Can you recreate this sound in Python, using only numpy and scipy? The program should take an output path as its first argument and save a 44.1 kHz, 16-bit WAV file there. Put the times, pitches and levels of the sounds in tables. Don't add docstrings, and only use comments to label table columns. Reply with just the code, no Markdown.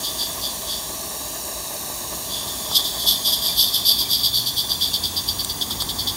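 import sys
import numpy as np
from scipy import signal
from scipy.fft import rfft, irfft
from scipy.io import wavfile
from scipy.ndimage import uniform_filter1d, map_coordinates

SR = 44100
rng = np.random.default_rng(int(sys.argv[2]) if len(sys.argv) > 2 else 0)


def dump_mix(stems):
    frames = np.atleast_2d(stems).T
    limited = np.clip(frames, -1, 1)
    pcm = np.round(limited * 32767).astype(np.int16)
    wavfile.write(sys.argv[1], SR, pcm)


N = 271656
TIME = np.arange(N) / SR

# full_s, end_s, rise_s, pitch_hz, climb_hz_per_s, level_db
CAR_GEARS = [(4.199, 4.6, .5, 116.4, 24, -42), (4.8, 6.159, .09, 86.15, 9.6, -40.5)]
# time_s, share_of_top_speed
TRAIN_SPEED = [(0, 0.32), (.6, 0.45), (1.5, 0.24), (2.3, 0.47), (3.2, 0.59), (4.5, 0.6), (6.16, 0.93)]
# frequency_hz, gain_db
RUMBLE_SPECTRUM = [(40, -21), (75, 1), (110, 1.5), (150, 1), (220, 2.5), (290, -0.5), (370, -10),
                   (520, -14.5), (900, -17), (1450, -15.5), (2500, -26)]
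# start_s, knock_db, contact_ms, tick_db
WHEEL_KNOCKS = [(1.213, -24, 1.3, -50), (1.776, -26, 2, -37), (1.9, -20, 1.4, -50),
                (2.7148, -21.5, 0.75, -38), (5.447, -40, 0.33, -5.5), (5.709, -30.5, 0.23, -14),
                (5.8218, -27.5, 0.27, -8.5)]
# pitch_hz, t60_s, level_db
FRAME_MODES = [(614, 0.035, -17), (880, 0.044, -5), (973, 0.037, -2), (1130, 0.022, 0.5), (1260, 0.057, -8),
               (1750, .02, -26)]
# frequency_hz, gain_db
TICK_SPECTRUM = [(700, -20), (1800, -18), (2600, -21), (3400, -2), (4800, 4), (6200, -21), (8300, 1.5),
                 (10000, -12), (12000, -5), (15000, -14)]
# start_s, pitch_hz, level_db
BRASS_CLINKS = [(3.49, 2380, -34.5), (4.0552, 2335, -37), (4.917, 2790, -37)]
# frequency_hz, gain_db
ROAR_SPECTRUM = [(60, -4), (200, -4.5), (380, 2), (560, -5.5), (740, 0), (900, 1), (1130, 2), (1230, -4.5),
                 (1330, -26.5), (1530, -10.5), (1760, -8), (2100, -12.5), (2700, -16), (4000, -34.5)]
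# multiple_of_lowest, width_hz, level_db
FLUE_RESONANCES = [(1, 90, 1.5), (1.78, 156, -7), (2.8, 225, -8)]
# frequency_hz, gain_db
HISS_SPECTRUM = [(1300, -12), (2500, -6.5), (3600, -0.5), (4700, 8), (5120, -1), (5700, 5), (6750, 6),
                 (7700, -0.5), (9500, 6.5), (10500, -0.5), (11500, 2), (13200, 2.5), (14500, -4),
                 (15400, 7)]
# pitch_hz, width_hz, level_db
TANK_GAP_MODES = [(2880, 980, -7), (3920, 670, 0.5), (4535, 580, -1.5), (5565, 460, 2), (6100, 330, 0.5),
                  (6695, 480, 3), (7170, 380, 0.5), (8310, 840, -0.5), (8740, 250, 1), (9330, 350, 2),
                  (9750, 200, 2), (10120, 300, 2), (10910, 200, -1), (11390, 300, 0), (12350, 230, -1.5),
                  (12470, 580, 1), (13500, 240, -8), (13700, 280, -3), (14300, 500, -2), (14700, 200, -1),
                  (15100, 550, 0)]
# pitch_hz, width_hz, level_db
NOZZLE_MODES = [(5230, 1150, -2.5), (9000, 1150, -7.5), (11280, 860, 0.5), (11970, 460, 4),
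                (12870, 410, 2.5), (12700, 1000, -29.5)]
# pitch_hz, width_hz, level_db
CHIMNEY_MODES = [(3461, 245, 3), (3222, 260, -4), (3654, 980, -8), (4630, 820, -7), (5080, 670, -11.5),
                 (6400, 2200, -22.5), (8130, 1660, -20.5)]
# full_s, length_s, level_db, whistle_db (against the chimney's other resonances)
EXHAUST_BEATS = [(0.051, 0.029, -24, -4), (0.207, 0.038, -24, -1.5), (.443, .032, -24, 0.5),
                 (0.705, 0.051, -27, -5), (2.339, .065, -29, -5), (2.49, 0.024, -30.5, -24),
                 (2.726, .03, -25.5, -6), (2.759, 0.0209, -12.5, -10.5), (2.858, 0.033, -24.5, -10),
                 (3.01, 0.04, -26, -11), (3.086, 0.033, -15, -11), (3.267, 0.036, -17.4, -3),
                 (3.332, 0.024, -20, -5), (3.449, 0.048, -20, -3.5), (3.6, .046, -15, -5),
                 (3.748, 0.026, -18, -10), (3.879, 0.04, -14.5, 1), (3.999, 0.026, -18.5, -2.5),
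                 (4.126, .042, -17, -2), (4.246, 0.025, -16.5, -3), (4.357, 0.032, -17, 2),
                 (4.474, 0.019, -19, 0.5), (4.584, .026, -18.5, -1), (4.708, 0.025, -21, 2),
                 (4.826, 0.036, -19.5, -4.5), (4.942, 0.018, -19, -5), (5.045, 0.019, -20, -1.5),
                 (5.174, 0.018, -20.5, 1.5), (5.286, 0.016, -18.5, 4.5), (5.399, 0.014, -20, 1),
                 (5.499, 0.0096, -19.5, 3), (5.618, 0.013, -21.5, -10), (5.71, 0.014, -23, -12),
                 (5.808, 0.013, -20.5, -7.5), (5.895, 0.011, -21, -9), (5.997, 0.017, -22, 1),
                 (6.08, 0.018, -20.5, -5.5)]


def undb(db):
    return 10 ** (np.asarray(db) / 20)


def unit(x):
    return x / np.sqrt(np.mean(x ** 2))


def noise():
    return rng.standard_normal(N)


def wander(rate_hz):
    span = max(int(SR / rate_hz), 2)
    return unit(uniform_filter1d(uniform_filter1d(noise(), span, mode="wrap"), span, mode="wrap"))


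def swell(full_s, end_s, rise_s, fall_s):
    return np.exp(-(np.minimum(TIME - full_s, 0) / rise_s) ** 2 - np.maximum(TIME - end_s, 0) / fall_s)


def highpass(x, hz, order):
    return signal.sosfilt(signal.butter(order, hz, "high", fs=SR, output="sos"), x)


def colour(x, spectrum):
    hz, db = np.transpose(spectrum)
    bins_hz = np.maximum(np.fft.rfftfreq(16384, 1 / SR), 1)
    gain = undb(np.interp(np.log(bins_hz), np.log(hz), db))
    cepstrum = irfft(np.log(gain))
    half = len(cepstrum) // 2
    cepstrum[1:half] *= 2
    cepstrum[half + 1:] = 0
    return signal.fftconvolve(x, irfft(np.exp(rfft(cepstrum))))[:N]


def resonate(x, hz, width_hz):
    b, a = signal.iirpeak(hz, hz / width_hz, fs=SR)
    return signal.lfilter(b, a, signal.lfilter(b, a, x))


def moving_note(hz, width_hz):
    lowpass = signal.butter(2, width_hz / 2, fs=SR, output="sos")
    wobble = signal.sosfilt(lowpass, noise() + 1j * noise())
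    return unit(np.real(wobble * np.exp(2j * np.pi * np.cumsum(hz) / SR)))


def jet(modes, drops=0):
    return unit(sum(undb(db) * resonate(noise() + drops, hz, width) for hz, width, db in modes))


def speed():
    return np.interp(TIME, *np.transpose(TRAIN_SPEED))


def bend(middle_s=3.725, turn_s=0.42):
    return .5 + .5 * np.tanh((TIME - middle_s) / turn_s)


def far_car():
    out = np.zeros(N)
    for full_s, end_s, rise_s, hz, climb_hz_per_s, db in CAR_GEARS:
        note_hz = (hz + climb_hz_per_s * (TIME - full_s)) * (1 + 0.0032 * wander(22))
        pull = swell(full_s, end_s, rise_s, fall_s=.12)
        out += undb(db) * pull * np.sin(2 * np.pi * np.cumsum(note_hz) / SR)
    return out * undb(wander(4.3))


def wheels(top_rumble_db=-37.5, top_boom_db=-43):
    doublings = np.log2(speed())
    rumble = undb(top_rumble_db + 5 * doublings) * unit(colour(noise(), RUMBLE_SPECTRUM))
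    boom = undb(top_boom_db + 3 * doublings) * unit(resonate(noise(), hz=56.4, width_hz=27))
    return rumble + boom


def knocks(tick_decay_s=0.002):
    age = TIME[:SR // 10]
    ring = sum(undb(db - 60 * age / t60) * np.sin(2 * np.pi * hz * age) for hz, t60, db in FRAME_MODES)
    thuds, ticks = np.zeros(N), np.zeros(N)
    for start_s, knock_db, contact_ms, tick_db in WHEEL_KNOCKS:
        push = np.sin(np.pi * np.minimum(1000 * age / contact_ms, 1)) ** 2
        span = slice(int(start_s * SR), int(start_s * SR) + len(age))
        thuds[span] += undb(knock_db) * signal.fftconvolve(ring, push / push.sum())[:len(age)]
        ticks[span] += undb(tick_db) * np.exp(-age / tick_decay_s) * rng.standard_normal(len(age))
    return thuds + colour(ticks, TICK_SPECTRUM)


def clinks(t60_s=0.098):
    out = np.zeros(N)
    for start_s, hz, db in BRASS_CLINKS:
        age = np.maximum(TIME - start_s, 0)
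        out += undb(db - 60 * age / t60_s) * np.sin(2 * np.pi * hz * age)
    return out


def burner(roar_db=-39, flue_db=-44.5, flue_rest_hz=628.4):
    draught = speed() ** 3.2
    roar = unit(colour(noise(), ROAR_SPECTRUM)) * undb(roar_db + 5.5 * draught - 3 * bend())
    flue_hz = flue_rest_hz * (1 + .2 * draught)
    flue = sum(undb(db) * moving_note(k * flue_hz, width) for k, width, db in FLUE_RESONANCES)
    flicker = undb(1.36 * wander(61))
    return (roar + flue * undb(flue_db - 9 * bend())) * flicker


def steam_leak(hiss_db=-32.5, coasting_change_db=-8.5, bend_change_db=4, hollow_db=-30.5):
    coasting = swell(full_s=.8, end_s=2.35, rise_s=.5, fall_s=.35)
    direct_db = hiss_db + coasting_change_db * coasting + bend_change_db * bend()
    direct = undb(direct_db) * unit(colour(noise(), HISS_SPECTRUM))
    hollow = undb(hollow_db) * (1 - bend()) * jet(TANK_GAP_MODES)
    return direct + hollow


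def trackside_echoes(hiss, count=3, open_share=.13, house_share=.42, sound_m_per_s=343):
    beside_house = swell(full_s=3.1, end_s=4.5, rise_s=.45, fall_s=1.4)
    share = open_share + (house_share - open_share) * beside_house
    out = hiss
    for k in range(count):
        detour_m = 0.2252 + 0.1673 * k + 0.026 * wander(2.27)
        echo = map_coordinates(hiss, [(TIME - detour_m / sound_m_per_s) * SR], order=3)
        out = out + share * echo
    return out / np.sqrt(1 + count * share ** 2)


def droplets(per_second, spread_db):
    size = undb(spread_db * np.minimum(rng.exponential(size=N), 4))
    hits = rng.random(N) < per_second / SR
    return unit(hits * size * np.sign(noise()))


def nozzle_spray(beats, drops, dry_db=-12, wet_boost_db=7):
    wet = swell(full_s=3.16, end_s=3.8, rise_s=0.43, fall_s=0.88)
    return beats * undb(dry_db + wet_boost_db * wet) * jet(NOZZLE_MODES, .5 * drops)


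def chimney_singing(flow, pitch_hz=3504, build_s=0.018, onset_db=-24):
    memory = np.exp(-1 / (build_s * SR))
    built_up = signal.lfilter([1 - memory], [1, -memory], flow)
    lock = np.tanh(built_up / undb(onset_db))
    level_db = -28.5 - 17 * speed() ** 2.7
    return undb(level_db) * lock * moving_note(pitch_hz * (1 + .006 * wander(7)), width_hz=84)


def chimney_whistle(beats, pitch_hz=4643):
    blast = (beats / beats.max()) ** 2
    return moving_note(pitch_hz * (1 + .013 * wander(8) + .035 * blast), width_hz=266)


def beat_powers():
    body_power, whistle_power = 0, 0
    for full_s, length_s, db, whistle_db in EXHAUST_BEATS:
        puff = swell(full_s, full_s + 0.55 * length_s, rise_s=0.61 * length_s, fall_s=1.1 * length_s)
        power = (undb(db) * puff) ** 2
        body_share = 1 / (1 + undb(whistle_db) ** 2)
        body_power += power * body_share
        whistle_power += power * (1 - body_share)
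    return body_power, whistle_power


def exhaust(blow_by_db=-11.5, blow_by_whistle_db=-8, blow_by_span_s=0.33):
    body_power, whistle_power = beat_powers()
    beats = np.sqrt(body_power + whistle_power)
    span = int(blow_by_span_s * SR)
    nearby_power = np.abs(uniform_filter1d(uniform_filter1d(beats ** 2, span), span))
    blow_by_power = undb(blow_by_db) ** 2 * nearby_power
    flow = np.sqrt(body_power + blow_by_power)
    whistle_flow = np.sqrt(whistle_power + blow_by_power * undb(blow_by_whistle_db) ** 2)
    drops = droplets(per_second=3900, spread_db=4)
    steam = flow * jet(CHIMNEY_MODES, 0.18 * drops)
    whistle = whistle_flow * chimney_whistle(beats)
    blast = steam + whistle + chimney_singing(flow) + nozzle_spray(beats, drops)
    flutter = undb(wander(190))
    return highpass(flutter * blast, hz=3040, order=10)


def scene():
    mono = exhaust() + trackside_echoes(steam_leak()) + burner() + wheels() + knocks() + clinks()
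    mono += far_car()
    return np.array([mono, mono])


def record(dry, top_hz=15700):
    clipped = np.clip(highpass(dry, hz=39, order=5), -1, 1)
    return signal.sosfilt(signal.ellip(12, .1, 90, top_hz, fs=SR, output="sos"), clipped)


dry = scene()
out = record(dry)
dump_mix(out)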